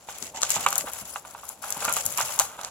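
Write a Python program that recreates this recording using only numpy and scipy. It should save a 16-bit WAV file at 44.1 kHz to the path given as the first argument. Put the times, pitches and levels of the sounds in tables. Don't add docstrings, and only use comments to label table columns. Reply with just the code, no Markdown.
import sys
import numpy as np
from scipy import signal
from scipy.fft import rfft, irfft, next_fast_len
from scipy.io import wavfile

SR = 44100
rng = np.random.default_rng(int(sys.argv[2]) if len(sys.argv) > 2 else 0)


def transcribe(signal):
    frames = np.atleast_2d(signal).T
    limited = np.clip(frames, -1, 1)
    pcm = np.round(limited * 32767).astype(np.int16)
    wavfile.write(sys.argv[1], SR, pcm)


N = 119070
TIME = np.arange(N) / SR
FFT_SIZE = next_fast_len(N + SR)
FFT_SIZE += FFT_SIZE % 2
HZ = np.maximum(np.arange(FFT_SIZE // 2 + 1) * SR / FFT_SIZE, 1)


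def amp(db):
    return 10 ** (np.asarray(db) / 20)


def rms_one(x):
    return x / np.sqrt(np.mean(x ** 2) + 1e-20)


def butter(x, order, hz, kind):
    return signal.sosfilt(signal.butter(order, hz, kind, fs=SR, output="sos"), x)


def over_hz(points):
    hz, value = np.transpose(points)
    return np.interp(np.log(HZ), np.log(hz), value)


def colour(x, points):
    cepstrum = irfft(np.log(rms_one(amp(over_hz(points)))))
    cepstrum[1:FFT_SIZE // 2] *= 2
    cepstrum[FFT_SIZE // 2 + 1:] = 0
    return irfft(rfft(x, FFT_SIZE) * np.exp(rfft(cepstrum)))[..., :N]


def place(x, balance, right_lag_s=.00007):
    lean = amp(over_hz(balance) / 2)
    sides = np.array([lean, np.exp(-2j * np.pi * HZ * right_lag_s) / lean])
    return irfft(rfft(x, FFT_SIZE) * sides / np.sqrt((lean ** 2 + lean ** -2) / 2))[..., :N]


def noise(apart):
    return np.sqrt(1 - apart) * rng.standard_normal(N) + np.sqrt(apart) * rng.standard_normal((2, N))


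def clicks(start_s, gain):
    return np.bincount(np.clip((start_s * SR).astype(int), 0, N - 1), gain, N)


def fade(x, decay_s):
    return signal.lfilter([1], [1, -np.exp(-1 / (SR * decay_s))], x + 1e-18)


def ring(x, hz, t60):
    radius, angle = amp(-60 / (t60 * SR)), 2 * np.pi * hz / SR
    return signal.lfilter([0, np.sin(angle)], [1, -2 * radius * np.cos(angle), radius ** 2], x + 1e-18)


def wander(per_s):
    pole = np.exp(-2 * np.pi * per_s * 10 / SR)
    slow = signal.lfilter([1], [1, -2 * pole, pole ** 2], rng.standard_normal(N // 10 + 502))[500:]
    return np.interp(np.arange(N) / 10, np.arange(len(slow)), np.clip(rms_one(slow), -2.2, 2.2))


def grains(per_s, spread_db):
    sizes = amp(spread_db * np.minimum(rng.exponential(1, N), 4))
    return rms_one((rng.random(N) < per_s / SR) * sizes * rng.choice([-1, 1], N))


def crackle(share=.35):
    flicks = rms_one(fade(np.abs(grains(per_s=260, spread_db=2.2)), decay_s=.0016))
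    return np.sqrt(1 - share + share * flicks ** 2)


def crunch(flutter_db, apart, flutter_per_s=83, clump_db=2):
    edges_hz = np.geomspace(1300, 17000, 17)
    white = noise(apart), noise(apart)
    together, out = wander(flutter_per_s), 0
    for k, band in enumerate(zip(edges_hz, edges_hz[1:])):
        flare = amp(flutter_db * (together + wander(flutter_per_s)) / np.sqrt(2))
        out = out + flare * butter(white[k % 2], 2, band, "band")
    return rms_one(out * crackle() * amp(clump_db * wander(per_s=104)))


# frequency in Hz, relative level in dB.
FOREST_COLOUR = [(25, -25), (60, 6), (112, 0), (370, 1), (820, 5), (1900, -16), (7400, -10.5), (9000, -36),
                 (16000, -60)]


def forest():
    return amp(-56) * colour(noise(apart=0.24), FOREST_COLOUR)


def trunks(x, level_db=-15.5, decay_s=0.037):
    scatter = rms_one(noise(apart=1.0) * np.exp(-TIME / decay_s)) / np.sqrt(N)
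    return amp(level_db) * signal.fftconvolve(x, scatter, axes=1)[:, :N]


# start in seconds, relative level in dB, swell time in seconds, pitch in Hz.
THUDS = [(0.213, -44.5, 0.013, 276), (0.557, -44, 0.019, 168), (0.839, -31.5, 0.0028, 373),
         (1.014, -45.5, .012, 130), (1.764, -47, 0.0094, 150), (1.845, -59, 0.015, 110),
         (1.925, -46, 0.0093, 96), (2.048, -44.5, 0.017, 115), (2.218, -48, 0.012, 106),
         (2.386, -53.5, 0.031, 89)]
# time in seconds, level in dB.
SHUFFLE_LEVELS = [(0.0, -70), (0.13, -57), (0.5, -52), (0.58, -46), (0.71, -49), (0.86, -46.5),
                  (0.92, -54.5), (1.56, -62), (1.85, -46), (2.7, -57.5)]
# frequency in Hz, relative level in dB.
SHUFFLE_COLOUR = [(30, -33), (52, -6), (100, -3), (190, -4), (320, -12.5), (600, 0.5), (1500, -26.5)]


def snow(thud_trim_db=-0.5, band_ratio=1.63):
    packing, thuds = noise(apart=.03), 0
    for start, db, swell_s, hz in THUDS:
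        age = np.maximum(TIME - start, 0) / swell_s
        band = butter(packing, 2, [hz / band_ratio, hz * band_ratio], "band")
        thuds = thuds + amp(db + thud_trim_db) * age * np.exp(1 - age) * rms_one(band)
    shuffle_gain = amp(np.interp(TIME, *np.transpose(SHUFFLE_LEVELS)))
    return thuds + shuffle_gain * colour(noise(apart=0.022), SHUFFLE_COLOUR)


# start and end in seconds,
# then relative levels in dB of bark grind, twig rustle and sleeve swish.
PUSHES = [(0.077, 0.223, -49.5, -46.5, -48.5), (0.22, 0.293, -51, -46, -46), (0.35, 0.384, -46, -38.5, -65),
          (0.403, 0.496, -41.5, -40.5, -45), (0.494, 0.57, -38, -32.5, -39.5),
          (0.564, 0.65, -36, -38.5, -38), (0.662, 0.822, -38.5, -40, -46), (0.86, 0.896, -35.5, -48, -35),
          (0.917, 1.026, -44, -48, -37.5), (1.048, 1.191, -50, -51, -41.5),
          (1.244, 1.338, -49.5, -58.5, -49), (1.366, 1.396, -46, -56, -54),
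          (1.432, 1.537, -51.5, -58.5, -44.5), (1.625, 1.864, -39.5, -47, -40.5),
          (1.805, 1.972, -41, -37.5, -37), (1.951, 2.008, -36.5, -35.5, -32),
          (2.027, 2.175, -43, -44.5, -35.5), (2.176, 2.23, -30.5, -33.5, -31),
          (2.242, 2.361, -39.5, -40, -34.5), (2.371, 2.454, -37, -46.5, -39),
          (2.457, 2.563, -43, -55.5, -51), (2.582, 2.681, -39.5, -53, -47.5)]


def pushes(attack_s=0.02, release_s=0.011, sag_db_per_s=15):
    power = np.zeros((3, N))
    for start, end, *db in PUSHES:
        attack = np.clip((TIME - start) / attack_s + .5, 0, 1)
        sag = amp(-sag_db_per_s * (np.clip(TIME, start, end) - (start + end) / 2))
        release = np.exp(-np.maximum(TIME - end, 0) / release_s)
        power += np.outer(amp(db), attack * sag * release) ** 2
    return np.sqrt(power)


# frequency in Hz, relative level in dB.
SWISH_COLOUR = [(3000, -15), (6000, -4), (7500, 0.5), (8900, -10), (10200, 5), (12500, -5), (15500, -8)]
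# frequency in Hz, left microphone over right in dB.
SWISH_BALANCE = [(6000, 5.6), (10000, 16)]


def swish(push, trim_db=-1.5, rest_db=-57.5):
    gain = np.hypot(push * amp(trim_db), amp(rest_db))
    return place(colour(gain * crunch(flutter_db=4.5, apart=1.0), SWISH_COLOUR), SWISH_BALANCE)


# frequency in Hz, relative level in dB.
RUSTLE_COLOUR = [(1200, -17), (2000, -3), (2800, -2), (4000, -7), (5300, -5.5), (7200, 4.5), (8100, 0),
                 (8900, -27.5), (10500, -10), (15000, -21)]
# frequency in Hz, left over right in dB.
RUSTLE_BALANCE = [(2000, 0.5), (5500, -0.5), (9000, 1)]


def rustle(push, trim_db=2, rest_db=-58.5):
    gain = np.hypot(push * amp(trim_db), amp(rest_db))
    return place(colour(gain * crunch(flutter_db=3.5, apart=0.91), RUSTLE_COLOUR), RUSTLE_BALANCE)


# frequency in Hz, relative level in dB.
WOOD_COLOUR = [(200, -40), (420, -10.5), (570, -2), (850, 2.5), (1300, 1.5), (1550, -0.5), (1800, -11),
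               (2600, -9), (4000, -11.5), (8000, -73)]
# frequency in Hz, left over right in dB.
WOOD_BALANCE = [(500, -2), (750, 0), (1250, -6), (2000, 1.5)]


def grind(push, trim_db=-2.5, rest_db=-63.5, hiss_db=1):
    texture = rms_one(grains(per_s=540, spread_db=-1.5) + amp(hiss_db) * noise(apart=0.21))
    gain = np.hypot(push * amp(trim_db), amp(rest_db))
    return place(colour(gain * texture, WOOD_COLOUR), WOOD_BALANCE)


# start and end in seconds, level in dB, pitch in Hz.
CREAKS = [(0.338, 0.39, -37.5, 889), (1.835, 1.906, -29, 1379)]
# ratio to the pitch, relative level in dB, seconds to fall by 60 dB.
CREAK_MODES = [(.69, -8, 0.098), (.87, 1, 0.071), (1.002, 8.5, 0.1)]


def creak():
    slips, out = grains(per_s=260, spread_db=3.0), 0
    for start, end, db, hz in CREAKS:
        drive = np.array([slips, slips * (TIME > start) * (TIME < end)])
        modes = [amp(mode_db) * ring(drive, ratio * hz, t60) for ratio, mode_db, t60 in CREAK_MODES]
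        steady, burst = sum(modes)
        out = out + amp(db) * burst / steady.std()
    return place(out, WOOD_BALANCE)


# ratio to its pitch, relative level in dB.
CLACK_COLOUR = [(.15, -48.5), (.4, -7), (.68, -3.5), (1, 19.5), (1.24, 14.5), (1.55, -15.5), (2.6, -6.5),
                (6, -87)]


def clack(pitch_hz):
    shape = colour(np.ones(1), [(ratio * pitch_hz, db) for ratio, db in CLACK_COLOUR])
    return shape / np.abs(shape).max()


# start in seconds, relative level in dB, pitch in Hz.
KNOCKS = [(0.087, -27, 900), (0.375, -32.5, 830), (0.4305, -20.5, 1230), (0.563, -21, 860),
          (0.663, -10.5, 1110), (0.726, -23, 1290), (0.762, -24, 1320), (0.872, -28, 1360),
          (1.159, -23, 1326), (1.249, -32, 1020), (1.348, -30.5, 940), (1.433, -35.5, 1170),
          (1.499, -33.5, 840), (1.639, -28, 1360), (1.767, -29, 850), (1.823, -23.5, 1350),
          (1.846, -38, 825), (1.881, -15.5, 1300), (1.901, -20, 1220), (1.967, -22.5, 1200),
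          (2.189, -16.5, 1130), (2.205, -20.5, 1340), (2.29, -28.5, 900), (2.392, -23, 1040),
          (2.399, -19.5, 990), (2.406, -24.5, 1340), (2.493, -40, 1000), (2.589, -29.5, 860)]
# frequency in Hz, mean level against the blow in dB, seconds to fall 60 dB.
STICK_MODES = [(564, -29, 0.18), (808, -20, 0.16), (882, -25.5, 0.084), (905, -14, 0.02), (1183, -14, 0.09),
               (1390, -19, 0.023), (1495, -27, 0.075)]


def knocks(blow_db=-3, note_db=-9.5, note_t60_s=.03, chatter_db=-6, crack_db=17, crack_growth=0.71):
    starts, db, _ = np.transpose(KNOCKS)
    sticks = np.zeros(N)
    for start, knock_db, hz in KNOCKS:
        i = int(start * SR)
        note = amp(note_db - 60 * TIME / note_t60_s) * np.sin(2 * np.pi * hz * TIME)
        sticks[i:] += amp(knock_db) * (amp(blow_db) * clack(hz) + note)[:N - i]
    for hz, mode_db, t60 in STICK_MODES:
        strength = amp(db + mode_db + rng.normal(0, 3.5, len(db))) * rng.choice([-1, 1], len(db))
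        sticks += ring(clicks(starts, strength), hz, t60)
    splits = clicks(starts, amp(db + crack_db + crack_growth * db))
    crack = butter(fade(splits, decay_s=0.0047) * rng.standard_normal(N), 3, (2250, 2950), "band")
    blows = clicks(starts, amp(db + blow_db))
    chatter = colour(fade(blows, decay_s=.011) * noise(apart=0.041), WOOD_COLOUR)
    return place(sticks + crack + amp(chatter_db) * chatter, WOOD_BALANCE)


# start in seconds, relative level in dB,
# lean to the left in dB, lift of highs over lows in dB.
SNAPS = [(0.185, -27, 6.5, 3), (0.226, -34, 27, -17), (0.4185, -27, 17, -20), (0.4278, -28, 9, -29),
         (0.4321, -13, 2, -20.5), (0.4948, -18, -11, 6), (0.5042, -12, 10.5, 0.5), (0.5195, -21.5, 7, 0),
         (0.6643, -19.5, 5, -7), (0.6866, -15.5, 8.5, -6), (0.7051, -24, 4, 14), (0.7282, -16.5, 7, -4),
         (0.7561, -14, 9.5, -5), (0.7802, -18, 4, 14), (0.7832, -14, 3, 5), (0.9344, -27.5, 7, 16),
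         (1.4908, -25.5, 4.5, 15.5), (1.705, -20.5, 1, 17), (1.7244, -18.5, 7, -8),
         (1.8465, -17.5, 10.5, 0), (1.851, -12.5, 5, -2), (1.9258, -19, 5, 14), (1.938, -20.5, 6, 11),
         (1.9662, -14, -0.5, -8), (2.055, -23, 1, 14), (2.063, -15, 2, 15.5), (2.175, -14, -3, 3),
         (2.1837, -20.5, 2, 10), (2.2115, -14, -8, -7), (2.3904, -11.5, 8, -11), (2.3972, -1.5, -0.5, -1),
         (2.4175, -25, 4, -8), (2.6125, -30.5, -5, -19), (2.634, -33, -8, -16), (2.6479, -25.5, 0, -19)]
# frequency in Hz, relative level in dB.
SNAP_COLOUR = [(150, -89), (1000, -11.5), (2800, -10), (4100, -4), (5200, -4.5), (6900, 6.5), (8900, -3),
               (10600, 2), (13000, -4), (16000, -14)]
# frequency in Hz, left over right in dB.
SNAP_BALANCE = [(4000, -4.5), (6000, -4), (9000, 8.5), (15000, 12)]


def snaps(trim_db=-0.5, crack_db=5, tear_s=.001, splinter_db=-26, splinter_s=0.036, split_hz=7150):
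    starts, db, pan_db, bright_db = np.transpose(SNAPS)
    tearing, out = noise(apart=.45), 0
    for kind, tilt_db in (("low", -bright_db / 2), ("high", bright_db / 2)):
        band_db = db + trim_db + tilt_db
        breaks = np.array([clicks(starts, amp(band_db + side * pan_db / 2)) for side in (1, -1)])
        envelope = fade(breaks, tear_s) + amp(splinter_db) * fade(breaks, splinter_s)
        out = out + butter(amp(crack_db) * breaks + envelope * tearing, 3, split_hz, kind)
    return place(colour(out, SNAP_COLOUR), SNAP_BALANCE)


def scene():
    bark, twigs, sleeve = pushes()
    hits = knocks() + snaps()
    background = forest() + trunks(hits)
    brush = grind(bark) + creak() + rustle(twigs) + swish(sleeve)
    return background + brush + snow() + hits


def record(dry, low_cut_hz=30, top_hz=15900):
    clipped = np.clip(butter(dry, 4, low_cut_hz, "high"), -1, 1)
    return irfft(rfft(clipped, FFT_SIZE) / np.sqrt(1 + (HZ / top_hz) ** 160))[:, :N]


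dry = scene()
out = record(dry)
transcribe(out)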